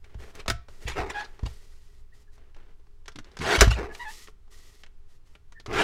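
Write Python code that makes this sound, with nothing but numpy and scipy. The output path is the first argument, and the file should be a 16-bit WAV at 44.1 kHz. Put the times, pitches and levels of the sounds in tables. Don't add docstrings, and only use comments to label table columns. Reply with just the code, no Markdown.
import sys
import numpy as np
from scipy import signal
from scipy.fft import rfft, irfft
from scipy.io import wavfile
from scipy.ndimage import uniform_filter1d

SR = 44100
rng = np.random.default_rng(int(sys.argv[2]) if len(sys.argv) > 2 else 0)


def to_wav(sig):
    pcm = np.clip(np.atleast_2d(sig), -1, 1) * 32767
    pcm = np.round(pcm).astype(np.int16)
    wavfile.write(sys.argv[1], SR, pcm.T)


N = 257103
TIME = np.arange(N) / SR

# freq_hz, shape_db
AIR_SPECTRUM = [(100, -4.5), (280, -12.5), (410, -13), (560, -21), (1000, -18.5), (2300, -25), (5000, -29),
                (9000, -35.5), (16000, -56)]
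RUMBLE_SPECTRUM = [(8, -3.5), (17, 8), (30, -16), (60, -12.5), (80, -21), (115, -27), (180, -42),
                   (400, -67.5)]
# time_s, level_db
TREMBLING = [(0.0, -41.5), (3.95, -46), (5.41, -46), (5.83, -39.5)]
# freq_hz, t60_s (time to fall by 60 dB)
ROOM_DECAY = [(100, .3), (500, .33), (2000, .34), (6000, .26), (14000, .13)]
# freq_hz, width_hz, lift_db
BOARD_PEAKS = [(421, 97, 10), (670, 13, 8), (880, 29, 0.5), (1030, 61, -1.5), (1380, 6, 8), (1553, 29, 2),
               (1820, 15, -1), (1820, 130, -0.5), (2500, 170, -3)]
# start_s, strength_db, length_s
THUDS = [(0.151, -28, 0.0068), (0.485, -21.5, 0.0073), (0.514, -22.5, 0.0038), (0.853, -23.5, 0.0068),
         (0.994, -23, 0.0082), (1.43, -17, 0.0056), (1.456, -26.5, 0.0031), (3.579, -14.5, 0.0086),
         (3.611, -3.5, 0.014), (3.673, -4.5, 0.0058)]
# freq_hz, level_db, t60_s
TABLE_MODES = [(48, -14, .28), (59.5, 3, .36), (82, -5, .19), (108, 0, .18), (148, -10, .18)]
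# start_s, length_s, level_db
GROANS = [(3.151, .04, -45.5), (3.389, 0.11, -35.5), (5.667, 0.137, -40.5)]
GROAN_SPECTRUM = [(40, -19.5), (75, 0), (190, -7), (300, -4.5), (550, -33.5), (2000, -70.5)]
# start_s, length_s, hiss_db, hand_rub_db
SLIDES = [(0.024, 0.15, -76, -60.5), (0.179, 0.13, -60, -50.5), (0.333, 0.083, -63, -48.5),
          (0.677, 0.15, -63.5, -61), (0.802, 0.14, -59, -52.5), (1.194, 0.314, -67.5, -57),
          (1.445, 0.57, -60, -62.5), (2.124, 0.1, -67, -68), (2.312, 0.048, -67.5, -71),
          (2.352, 0.15, -85, -64.5), (2.55, 0.17, -81, -61.5), (3.23, 0.14, -74.5, -56),
          (3.911, 0.38, -55, -60), (4.07, 0.17, -52, -68), (4.5, 0.32, -57.5, -64),
          (5.072, 0.087, -70, -71), (5.247, 0.11, -70.5, -70)]
PAPER_SPECTRUM = [(710, -33), (1200, -0.5), (1630, -23.5), (1890, 5), (2200, -5), (4910, -1.5), (6950, -4),
                  (13700, -14.5), (16000, -25)]
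HAND_SPECTRUM = [(120, 5), (400, 4), (700, 0), (1800, 0), (3000, -4.5), (6000, -20), (12000, -36)]
# start_s, level_db
TAPS = [(0.144, -51.5), (0.46, -42.5), (0.684, -49.5), (1.392, -47.5), (1.433, -46), (2.379, -61),
        (2.564, -56), (2.796, -64.5), (2.868, -65.5), (4.283, -49), (4.478, -66)]
# start_s, level_db, tilt_db_per_octave
SNAPS = [(.043, -55.5, 0.5), (0.352, -51.5, 9.5), (2.546, -59.5, -1.5), (3.949, -42, 1), (4.273, -50.5, -1),
         (4.835, -48.5, -1), (4.863, -56, -1), (5.352, -52.5, -2.5)]
# start_s, level_db, ring_hz
CLICKS = [(3.058, -54.5, 3500), (3.08, -40, 1480), (3.119, -57.5, 5040), (3.158, -45, 3240),
          (3.187, -42, 1600), (3.244, -56, 5000), (3.316, -60, 3970), (3.369, -41, 1190),
          (3.389, -42, 4940), (3.678, -35, 1130), (5.522, -53.5, 1194), (5.599, -50, 3920),
          (5.661, -39.5, 1250)]
TICK_SPECTRUM = [(100, 0.5), (400, -1), (1500, 3.5), (3000, 1), (6000, -0.5), (10000, -14), (16000, -30)]
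# start_s, strength_db, tilt_db_per_octave, t60_s, low_ring_db, bright_ring_db
BLOWS = [(0.4798, -26.5, 1.4, 0.065, -13, -31), (0.4996, -24.5, 2, 0.062, -8.5, -22),
         (1.243, -59, -10, 0.021, -10, 2), (3.608, -12.5, 2, 0.073, -13, -0.5),
         (3.6167, -15.5, -1.5, 0.12, -15.5, -16.5)]
BLOW_SPECTRUM = [(80, -21.5), (170, -5), (400, -5), (650, -8.5), (850, -10), (1500, -2.5), (2500, -9),
                 (6100, -16.5), (9000, -25.5), (16000, -39.5)]
# freq_hz, level_db, t60_s
LOW_RING_TONES = [(400, -15, .15), (698, -10.5, 0.25), (1130, -29, .6), (1320, 0.5, 0.15),
                  (1370, -3.5, 0.019), (1860, -19.5, 0.088), (2400, -31, 1), (2910, -32, 0.34)]
BRIGHT_RING_TONES = [(473, -11, 0.033), (1470, -12.5, 0.095), (1800, -6.5, 0.028), (3013, -14, 0.16),
                     (3980, -17, 0.2), (5170, -5, 0.047), (5910, 6.5, 0.03), (6900, -7, 0.061),
                     (11450, -21.5, 0.14)]
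# start_s, length_s, pitch_hz, level_db, full_grip_roughness (0 to 1)
SQUEAKS = [(1.138, 0.12, 827.6, -31, 0.23), (3.989, 0.082, 962, -37.5, 0.2), (4.045, 0.09, 863, -37.5, .12)]
# pitch_multiple, level_db
SQUEAK_PARTIALS = [(1, -3), (2, -1.5), (3, -15.5), (4, -18), (5, -27.5)]
# peak_s, level_db, pitch_hz, length_s
CHIRPS = [(2.132, -57.5, 1840, 0.018), (2.285, -65, 1730, 0.024), (3.915, -43, 1697, 0.032),
          (5.578, -48.5, 1783, 0.041)]
# start_s, rise_s, level_db, fall_s
RUBS = [(0.948, 0.039, -27.5, 0.064), (3.756, 0.042, -29.5, 0.06), (5.669, 0.095, -28, 0.033)]
RUB_SPECTRUM = [(110, -7.5), (250, -12), (390, -1.5), (560, -12.5), (740, -2), (950, -9), (2300, -14.5),
                (3200, -26), (5000, -30), (15000, -53)]
# peak_s, strength_db, rise_s, fall_s, ring_hz
SCRAPES = [(0.403, -37, 0.0074, 0.0055, 2570), (0.884, -27, 0.0072, 0.023, 2380),
           (1.102, -28, 0.0025, 0.0077, 1700), (1.209, -39, 0.05, 0.018, 1430),
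           (1.247, -45.5, 0.0035, 0.012, 4630), (1.463, -35, 0.0032, 0.0079, 4900),
           (3.591, -24.5, 0.0045, 0.028, 4680), (3.71, -26, 0.0045, 0.024, 2700)]
SCRAPE_SPECTRUM = [(150, -7), (400, -10), (1000, -1.5), (2500, -4), (4500, -8.5), (7000, -17), (10000, -25),
                   (16000, -40)]
# start_s, time_to_full_bite_s, length_s, crunch_db
CUTS = [(3.402, .118, 0.16, -21.5), (5.726, 0.072, 0.094, -21.5)]
CRUNCH_SPECTRUM = [(80, -18.5), (250, -15), (370, -6.5), (560, -14), (750, -4), (1150, -9.5), (1500, -6),
                   (3200, -13.5), (4400, -24.5), (9000, -39.5), (16000, -64.5)]
FIZZ_SPECTRUM = [(1500, -34.5), (3500, 4.5), (5500, 0.5), (8000, -6), (11000, -14.5), (16000, -25.5)]

AIR_DB = -68.5
GROAN_ATTACK_S, GROAN_RELEASE_S, GROAN_DB_PER_S = 0.0083, 0.018, -29
PUSH_ATTACK_S, PUSH_RELEASE_S, PUSH_DB_PER_S = 0.028, 0.016, -23
TAP_HZ, TAP_TILT_DB, TAP_RING_DB = 970, -3.5, 7
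SNAP_HZ, SNAP_RING_DB = 2490, 9
CLICK_TILT_DB, CLICK_RING_DB = -0.7, 6.5
SQUEAK_SKEW, SQUEAK_SWELL = 0.64, 1.86
SLACK_SHARP, SLACK_ROUGH = 0.05, 0.5
BITE_DB, CUT_RELEASE_S = -15.5, 0.012
FIZZ_DB, FIZZ_DB_PER_S = -47, 109.5
EDGE_HZ = 15950


def amp(db):
    return 10 ** (np.asarray(db) / 20)


def unit(x):
    return x / np.sqrt(np.mean(x ** 2) + 1e-20)


def read(points, hz):
    f, value = np.transpose(points)
    return np.interp(np.log(hz + 1), np.log(f + 1), value)


def add(mix, s, sound):
    part = mix[max(round(s * SR), 0):][:len(sound)]
    part += sound[:len(part)]


def stroke(start, length, attack_s, release_s, db_per_s):
    t = TIME - start
    attack = np.clip(t / attack_s, 0, 1)
    hold = amp(db_per_s * np.clip(t, 0, length))
    release = np.exp(-np.maximum(t - length, 0) / release_s)
    return attack * hold * release


def colour(x, spectrum, peaks=(), tilt=0, size=4096):
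    hz = abs(np.fft.fftfreq(size, 1 / SR))
    db = read(spectrum, hz) + tilt * np.log2(np.maximum(hz, 300) / 2000)
    db = db + sum(lift / (1 + (2 * (hz - f) / width) ** 2) for f, width, lift in peaks)
    response = np.exp(np.conj(signal.hilbert(np.log(amp(db)))))
    taps = np.fft.ifft(response).real[:size // 2]
    return signal.oaconvolve(x, taps / np.linalg.norm(taps))[:len(x)]


def grains(per_s, spread_db):
    sizes = amp(spread_db * np.minimum(rng.exponential(1, N), 4)) * rng.choice([-1, 1], N)
    return unit(sizes * (rng.random(N) < per_s / SR))


def wander(rate_hz):
    hz = np.fft.rfftfreq(N, 1 / SR)
    spectrum = rfft(rng.standard_normal(N)) * np.exp(-(hz / rate_hz) ** 2)
    return unit(irfft(spectrum, N))


def shifting(x, depth_db, width_hz, hold_s):
    hz, t, z = signal.stft(x, SR, nperseg=512, noverlap=384)
    field = rng.standard_normal(z.shape)
    offset = np.arange(-15, 16)
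    for axis, size in enumerate([width_hz / hz[1], hold_s / t[1]]):
        kernel = np.exp(-(2 * offset / size) ** 2)
        field = signal.fftconvolve(field, np.expand_dims(kernel, 1 - axis), "same")
    z = z * amp(depth_db * unit(field))
    power = uniform_filter1d((abs(z) ** 2).mean(0), size=5)
    z = z / np.sqrt(power + 1e-20)
    return unit(signal.istft(z, SR, nperseg=512, noverlap=384)[1][:N])


def ring(modes):
    t = TIME[:SR]
    return sum(amp(db - 60 * t / t60) * np.sin(2 * np.pi * hz * t) for hz, db, t60 in modes)


def burst(t60, rise, size=12000):
    t = TIME[:size]
    decay = np.exp(-np.log(1000) * t / max(t60, .004))
    return rng.choice([-1., 1.], size) * decay * (1 - np.exp(-t / rise))


def background():
    air = amp(AIR_DB) * colour(rng.standard_normal(N), AIR_SPECTRUM, [(410, 22, 13)])
    rumble = unit(colour(rng.standard_normal(N), RUMBLE_SPECTRUM, size=32768))
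    return air + rumble * amp(np.interp(TIME, *np.transpose(TREMBLING)))


def room(x):
    length = SR // 2
    present = (rng.random(length) < 4000 / SR) * (TIME[:length] > .004)
    echoes = rng.standard_normal(length) * present
    hz, t, z = signal.stft(echoes, SR, nperseg=256)
    decay = np.exp(-np.log(1000) * t / read(ROOM_DECAY, hz)[:, None])
    tail = signal.istft(z * decay, SR, nperseg=256)[1]
    return signal.fftconvolve(x, tail / np.linalg.norm(tail))[:N]


def thuds():
    out, table = np.zeros(N), ring(TABLE_MODES)
    for s, db, length in THUDS:
        push = signal.windows.hann(max(int(length * SR), 8))
        swing = signal.fftconvolve(push / push.sum(), table)
        add(out, s, -amp(db) * .8 * push)
        add(out, s, -amp(db) * 0.49 * swing)
    return signal.sosfilt(signal.butter(2, 48, "high", fs=SR, output="sos"), out)


def groans():
    shudder = colour(grains(per_s=900, spread_db=-2.5), GROAN_SPECTRUM)
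    gain = sum(amp(db) * stroke(start, length, GROAN_ATTACK_S, GROAN_RELEASE_S, GROAN_DB_PER_S)
               for start, length, db in GROANS)
    return shudder * gain


def sliding():
    hiss = colour(grains(per_s=11000, spread_db=2.3), PAPER_SPECTRUM)
    rub = colour(grains(per_s=2500, spread_db=3), HAND_SPECTRUM, BOARD_PEAKS)
    pressure = amp(1.2 * wander(rate_hz=35))
    out = np.zeros(N)
    for start, length, hiss_db, rub_db in SLIDES:
        push = stroke(start, length, PUSH_ATTACK_S, PUSH_RELEASE_S, PUSH_DB_PER_S)
        out += (amp(hiss_db) * hiss + amp(rub_db) * rub) * push
    return pressure * out


def tick(db, hz, tilt, ring_db):
    contact = burst(t60=.055, rise=.0005) + 1.6 * burst(t60=.017, rise=.0004)
    sound = colour(contact, TICK_SPECTRUM, BOARD_PEAKS + [(hz, 0.78 * hz, ring_db)], tilt)
    return amp(db) * sound / sound[:SR // 100].std()


def ticks():
    out = np.zeros(N)
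    for s, db in TAPS:
        add(out, s, tick(db, TAP_HZ, TAP_TILT_DB, TAP_RING_DB))
    for s, db, tilt in SNAPS:
        add(out, s, tick(db, SNAP_HZ, tilt, SNAP_RING_DB))
    for s, db, hz in CLICKS:
        add(out, s, tick(db, hz, CLICK_TILT_DB, CLICK_RING_DB))
    return out


def blows():
    out, low_ring, bright_ring = np.zeros(N), ring(LOW_RING_TONES), ring(BRIGHT_RING_TONES)
    for s, db, tilt, t60, low_db, bright_db in BLOWS:
        contact = burst(t60, rise=.0012) + 2.1 * burst(t60=.015, rise=.0008)
        ringing = amp(low_db) * low_ring + amp(bright_db) * bright_ring
        add(out, s, amp(db + 4.0) * colour(contact, BLOW_SPECTRUM, BOARD_PEAKS, tilt))
        add(out, s + 0.0023, amp(db) * ringing)
    return out


def squeaks():
    out = np.zeros(N)
    grit = colour(rng.standard_normal(N), SCRAPE_SPECTRUM, BOARD_PEAKS)
    for start, length, hz, level_db, least_rough in SQUEAKS:
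        progress = np.clip((TIME - start) / length, 0, 1)
        grip = abs(np.sin(np.pi * progress ** SQUEAK_SKEW))
        rough = least_rough + SLACK_ROUGH * (1 - grip)
        pitch = hz * (1 + SLACK_SHARP * (1 - grip)) * (1 + .11 * rough * wander(rate_hz=350))
        turn = 2 * np.pi * np.cumsum(pitch) / SR
        tone = sum(amp(db) * np.sin(multiple * turn) * (1 + rough * wander(rate_hz=250))
                   for multiple, db in SQUEAK_PARTIALS)
        tone = tone / tone[grip > .5].std()
        out += (tone + .5 * rough * grit) * amp(level_db) * grip ** SQUEAK_SWELL
    stagger = np.cumsum(1 + .03 * wander(rate_hz=177)) / SR
    for s, db, hz, length in CHIRPS:
        swell = np.exp(-(2 * (TIME - s) / length) ** 2)
        out += amp(db) * swell * np.sin(2 * np.pi * hz * stagger)
    return out


def arm_friction():
    judder = colour(grains(per_s=1100, spread_db=1.8), RUB_SPECTRUM, BOARD_PEAKS)
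    judder = shifting(judder, depth_db=3.8, width_hz=95, hold_s=.035)
    out = judder * sum(amp(db) * stroke(start, rise, rise, fall, 0) for start, rise, db, fall in RUBS)
    slips = shifting(grains(per_s=5000, spread_db=2.5), depth_db=5.5, width_hz=170, hold_s=0.011)
    for s, db, rise, fall, hz in SCRAPES:
        bite = np.exp(-np.maximum((s - TIME) / rise, (TIME - s) / fall))
        out += amp(db) * colour(slips * bite, SCRAPE_SPECTRUM, BOARD_PEAKS + [(hz, .25 * hz, 8)])
    return out


def cutting():
    crunch = colour(grains(per_s=4500, spread_db=1.2), CRUNCH_SPECTRUM, BOARD_PEAKS)
    crunch = shifting(crunch, depth_db=3.4, width_hz=120, hold_s=.022)
    fizz = colour(grains(per_s=4000, spread_db=2.1), FIZZ_SPECTRUM)
    fizz = shifting(fizz, depth_db=3.2, width_hz=300, hold_s=.016)
    chatter = amp(1.1 * wander(rate_hz=170))
    out = np.zeros(N)
    for start, bite_s, length, db in CUTS:
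        shallow = np.clip(1 - (TIME - start) / bite_s, 0, 1)
        out += crunch * amp(db + BITE_DB * shallow) * stroke(start, length, 0.006, CUT_RELEASE_S, 0)
        out += fizz * amp(FIZZ_DB) * stroke(start, length, .003, CUT_RELEASE_S, FIZZ_DB_PER_S)
    return out * chatter


def scene():
    near = cutting() + arm_friction() + squeaks() + sliding() + ticks() + blows()
    return (near + amp(-20) * room(near) + thuds() + groans() + background())[None]


def record(dry):
    clipped = np.clip(dry, -1, 1)
    low_pass = signal.firwin(401, EDGE_HZ, window=("kaiser", 7), fs=SR)
    return signal.oaconvolve(clipped, low_pass[None], "same")


dry = scene()
out = record(dry)
to_wav(out)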